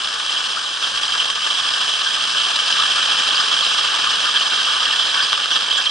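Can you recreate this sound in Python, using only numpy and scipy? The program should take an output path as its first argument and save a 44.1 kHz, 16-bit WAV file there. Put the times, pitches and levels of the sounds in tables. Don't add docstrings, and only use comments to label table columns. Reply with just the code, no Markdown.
import sys
import numpy as np
from scipy import signal
from scipy.fft import rfft, irfft, next_fast_len
from scipy.io import wavfile
from scipy.ndimage import uniform_filter1d, map_coordinates

SR = 44100
rng = np.random.default_rng(int(sys.argv[2]) if len(sys.argv) > 2 else 0)


def store_pcm(level_fs):
    pcm = np.round(np.clip(level_fs, -1, 1) * 32767).astype(np.int16)
    wavfile.write(sys.argv[1], SR, np.atleast_2d(pcm).T)


N = 260190

# (f/Hz, gain/dB)
WIND_COLOUR = [(12, -33), (20, 4.5), (140, -10), (200, -2), (260, -28), (440, -120)]
# (t/s, rise over the breeze/dB)
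WIND_PUFFS = [(0.95, 9), (1.18, 7), (3.6, 4), (2.85, 5), (4.12, 11), (5.2, 7), (5.4, 11), (5.75, 0)]
# (f/Hz, width/Hz, left level/dB, left phase lag/rad, right level/dB, right phase lag/rad)
CASE_MODES = [(250, 170, -41.0, 2.48, -36.0, 2.66), (590, 260, -31.1, -3.0, -23.8, -2.45),
              (870, 160, -22.5, -2.41, -26.6, -2.98), (1190, 190, -3.8, -1.97, -9.7, -1.08),
              (1750, 310, -5.0, 2.48, -13.9, 2.31), (1490, 240, -7.1, -1.34, -22.3, 0.17),
              (2280, 610, -11.3, 2.18, -17.7, 1.64), (2600, 230, -14.6, 2.0, -19.5, 0.87),
              (3110, 510, 3.1, -0.36, -3.6, -1.06), (3270, 290, 1.8, -2.75, -1.4, -0.09),
              (3590, 860, -4.2, 2.2, -4.3, 2.92), (3760, 430, -10.4, -0.4, -9.6, 0.15),
              (5040, 760, -12.8, 2.48, -13.1, 2.17), (6730, 1380, -26.2, 2.94, -27.6, -2.43),
              (7410, 1220, -30.7, 0.08, -30.4, 2.6), (10530, 2540, -15.2, 2.65, -12.7, 2.84)]
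# (f/Hz, gain/dB)
CRYSTAL_COLOUR = [(150, 0.5), (600, 1.5), (1400, 0), (2100, 1.5), (3200, 1), (5000, 1.5), (8000, 1.5),
                  (9800, -16.5), (10900, -30)]
# (f/Hz, gain/dB)
SCATTER_COLOUR = [(150, -37.5), (500, -30), (1200, -23), (2000, -20.5), (2500, -18), (3250, -13),
                  (4300, -22), (6000, -27), (7600, -26.5), (9500, -33.5), (10900, -60)]
# (t/s, level/dB)
ICE_SNAPS = [(0.073, -9.5), (0.532, -14), (0.902, -16), (1.054, -26), (1.098, -17), (1.256, -8),
             (1.301, -9), (1.44, -18), (1.464, -11), (1.472, -9), (2.253, -13), (3.288, -10), (4.255, -8),
             (5.33, -4), (5.353, -18), (5.458, -7.5), (5.506, -9), (5.712, -13), (5.86, -24)]
# (t/s, f/Hz, level/dB, swell time/s)
CRUST_CRUNCHES = [(0.28, 3120, -19, 0.0074), (0.374, 3060, -18, 0.008), (0.384, 4930, -17, 0.008),
                  (0.444, 2830, -17, 0.007), (0.575, 1330, -9, 0.0062), (0.66, 3760, -17, 0.008),
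                  (0.842, 3400, -13, 0.0058), (0.844, 1410, -14, 0.0079), (1.06, 4050, -17, 0.0095),
                  (1.154, 1630, -10, 0.0051), (1.2, 3060, -14, 0.011), (1.298, 1230, -13, 0.01),
                  (1.47, 3000, -18, 0.0052), (1.505, 3040, -11, 0.003), (1.523, 3300, -17, 0.01),
                  (1.65, 1520, -18, 0.0061), (1.738, 5070, -16.5, 0.027), (1.76, 1560, -9.5, 0.011),
                  (1.814, 1170, -7.5, 0.0085), (1.942, 3240, -13, 0.0096), (2.025, 1170, -5, 0.0067),
                  (2.071, 1570, -11, 0.0099), (2.072, 3230, -12, 0.0078), (2.168, 1230, -10.5, 0.0063),
                  (2.39, 2980, -16.5, 0.019), (2.808, 1240, -10, 0.035), (2.99, 1260, -8.5, 0.012),
                  (3.359, 4630, -12, 0.0066), (3.407, 4970, -8, 0.0049), (3.408, 1250, -10, 0.011),
                  (3.72, 1240, -8, 0.008), (4.078, 1190, -10, 0.014), (4.267, 1410, -5.5, 0.0083),
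                  (4.362, 1630, -12, 0.016), (4.364, 3340, -12, 0.0077), (4.683, 1230, -6, 0.016),
                  (4.824, 1180, -8, 0.01), (4.864, 1730, -8.5, 0.0091), (4.93, 1740, -10, 0.0075),
                  (5, 3440, -11, 0.014), (5.157, 1110, -6.5, 0.011), (5.198, 1610, -8.5, 0.022),
                  (5.232, 4700, -12, 0.014), (5.527, 3200, -16, 0.011), (5.536, 5850, -11, 0.0091),
                  (5.564, 3310, -11.5, 0.012), (5.715, 3050, -12, 0.0056), (5.75, 3340, -14, 0.0094),
                  (5.779, 3320, -14, 0.011), (5.783, 7270, -9, 0.0071), (5.784, 1620, -8, 0.01),
                  (5.867, 3200, -10, 0.006)]
# (t/s, level/dB)
SKI_LOAD = [(0.0, -24.5), (0.33, -23), (0.79, -25.5), (0.84, -20), (0.89, -23), (1.22, -21.5),
            (1.36, -24.5), (1.48, -21), (2.32, -20.5), (2.4, -19), (2.58, -20), (2.71, -18), (5.26, -19.5),
            (5.44, -22), (5.57, -19.5), (5.6, -21.5), (5.8, -20.5), (5.9, -23.5)]
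# (t/s, factor on the lumps)
TRACK_UNEVENNESS = [(0, 1.27), (1.5, 1.4), (2.6, 1.07), (5.0, 1.08), (5.9, 1.8)]

BREEZE_DB, BREEZE_SWELL_DB = -60, -1
PUFF_S = 0.059
CASE_GAIN_DB = 15.5
LEAN_DB, LEAN_DB_PER_S = 0.83, -0.23
SNAP_DECAY_S, SNAP_DULL_HZ = .0014, 4500
CRUNCH_WIDTH = 0.079
SMALL_PER_S, SMALL_SWELL_S = 7, 0.0076
SMALL_DB, SMALL_SPREAD_DB = 2.5, 4
SMALL_LOW_HZ, SMALL_HIGH_HZ = 1070, 5100
COARSE_HZ, FINE_HZ = 2100, 5800
COARSE_DB, COARSE_GROWS, COARSE_WANDER_DB = 0.5, 0.83, .5
FINE_DB, FINE_GROWS, FINE_FADE_DB_PER_S = 2, 0.77, .5
TOP_HZ = 10966


def amp(db):
    return 10 ** (np.asarray(db) / 20)


def unit(x):
    return x / np.sqrt(np.mean(x ** 2) + 1e-20)


def along(points, hz):
    f, v = np.transpose(points)
    return np.interp(np.log(hz + 1), np.log(f + 1), v)


def curve(rows):
    t, v = np.transpose(rows)
    return np.interp(np.arange(N) / SR, t, v)


def wobble(rate):
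    knots = rng.standard_normal(int(N * rate / SR) + 4)
    return map_coordinates(knots, [np.arange(N) * rate / SR])


def chatter(rate):
    x = wobble(rate)
    return x - uniform_filter1d(x, size=SR // 12)


def filtered(x, response):
    m = next_fast_len(N + SR // 2)
    return irfft(rfft(x, m) * response(np.fft.rfftfreq(m, 1 / SR)), m)[..., :N]


def cracks(channels, spread_db, patchy_db):
    size = amp(spread_db * np.minimum(rng.exponential(size=(channels, N)), 5.5))
    z = signal.stft(size * rng.standard_normal((channels, N)), nperseg=256)[2]

    def patches(tall, long):
        field = rng.standard_normal(z.shape[1:])
        field = uniform_filter1d(field, size=tall, axis=0)
        return unit(uniform_filter1d(field, size=long, axis=1))

    field = patches(tall=3, long=4) + 0.15 * patches(tall=4, long=12)
    return unit(signal.istft(z * amp(patchy_db * field), nperseg=256)[1][:, :N])


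def wind():
    common, left, right = filtered(rng.standard_normal((3, N)), lambda hz: amp(along(WIND_COLOUR, hz)))
    pair = common + 0.41 * np.array([left, right])
    flutter_db = 3.2 * wobble(18) + 1.9 * wobble(25)
    puffs_db = sum(db * np.exp(-((np.arange(N) / SR - s) / PUFF_S) ** 2) for s, db in WIND_PUFFS)
    level_db = BREEZE_DB + BREEZE_SWELL_DB * wobble(4.12) + puffs_db
    return amp(level_db) * unit(pair * amp(flutter_db))


def case(x):
    def ports(hz):
        ring = 0
        for f, width, left_db, left_lag, right_db, right_lag in CASE_MODES:
            level = amp([[left_db], [right_db]])
            lag = np.array([[left_lag], [right_lag]])
            drive = width * (np.cos(lag) * 1j * hz + np.sin(lag) * f)
            ring = ring + level * drive / (f * f - hz * hz + 1j * hz * width)
        return ring * amp(along(CRYSTAL_COLOUR, hz))

    straight = filtered(x[:1], ports)
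    scattered = filtered(x[1:], lambda hz: amp(along(SCATTER_COLOUR, hz)))
    return straight + scattered


def snaps():
    out = np.zeros((3, N + SR))
    fade = np.exp(-np.arange(SR // 100) / SR / SNAP_DECAY_S)
    for s, db in ICE_SNAPS:
        spit = rng.standard_normal((3, len(fade))) * fade
        spit = spit / np.linalg.norm(spit, axis=1, keepdims=True) * np.linalg.norm(fade)
        start = round(s * SR)
        out[:, start:start + len(fade)] += amp(db) * spit
    return filtered(out[:, :N], lambda hz: 1 / (1 + 1j * hz / SNAP_DULL_HZ))


def small_crunches():
    when, pitch, size = rng.random((int(SMALL_PER_S * N / SR), 3)).T
    load_db = curve(SKI_LOAD)[(when * N).astype(int)]
    level_db = load_db + SMALL_DB + SMALL_SPREAD_DB * (2 * size - 1)
    pitch_hz = SMALL_LOW_HZ * (SMALL_HIGH_HZ / SMALL_LOW_HZ) ** pitch
    return [(s, hz, db, SMALL_SWELL_S) for s, hz, db in zip(when * N / SR, pitch_hz, level_db)]


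def crust():
    hz, t, z = signal.stft(cracks(channels=3, spread_db=3.0, patchy_db=0.5), SR, nperseg=256)
    power = np.zeros(z.shape[1:])
    for s, pitch_hz, db, swell_s in CRUST_CRUNCHES + small_crunches():
        band = np.exp(-(np.log((hz + 1) / pitch_hz) / CRUNCH_WIDTH) ** 2)
        swell = np.exp(-((t - s) / swell_s) ** 2)
        power += amp(2 * db) * np.outer(band, swell)
    return signal.istft(z * np.sqrt(power), SR, nperseg=256)[1][:, :N]


def sizes(x):
    def below(edge):
        return filtered(x, lambda hz: 1 / (1 + (hz / edge) ** 8))

    coarse = below(COARSE_HZ)
    fine = x - below(FINE_HZ)
    return coarse, x - coarse - fine, fine


def glide():
    load_db = curve(SKI_LOAD)
    mean_db = load_db.mean()
    swing_db = load_db - mean_db
    coarse_db = mean_db + COARSE_DB + COARSE_GROWS * swing_db + COARSE_WANDER_DB * wobble(6)
    fine_db = mean_db + FINE_DB + FINE_GROWS * swing_db - FINE_FADE_DB_PER_S * np.arange(N) / SR
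    lumps_db = curve(TRACK_UNEVENNESS) * (0.48 * chatter(55) + 1.0 * chatter(110) + 1.04 * wobble(220))
    coarse, middle, fine = sizes(cracks(channels=3, spread_db=2.0, patchy_db=1.25))
    coarse = coarse * amp(coarse_db + 0.67 * lumps_db + 1.0 * chatter(45))
    middle = middle * amp(load_db + lumps_db)
    fine = fine * amp(fine_db + 0.42 * lumps_db + 0.71 * chatter(60))
    return coarse + middle + fine


def scene():
    half_lean_db = (LEAN_DB + LEAN_DB_PER_S * np.arange(N) / SR) / 2
    skis = amp(CASE_GAIN_DB) * case(glide() + crust() + snaps())
    return skis * amp([half_lean_db, -half_lean_db]) + wind()


def record(dry):
    soft = dry / (1 + np.abs(dry / .72) ** 4) ** (1 / 4)
    return filtered(soft, lambda hz: hz < TOP_HZ)


dry = scene()
out = record(dry)
store_pcm(out)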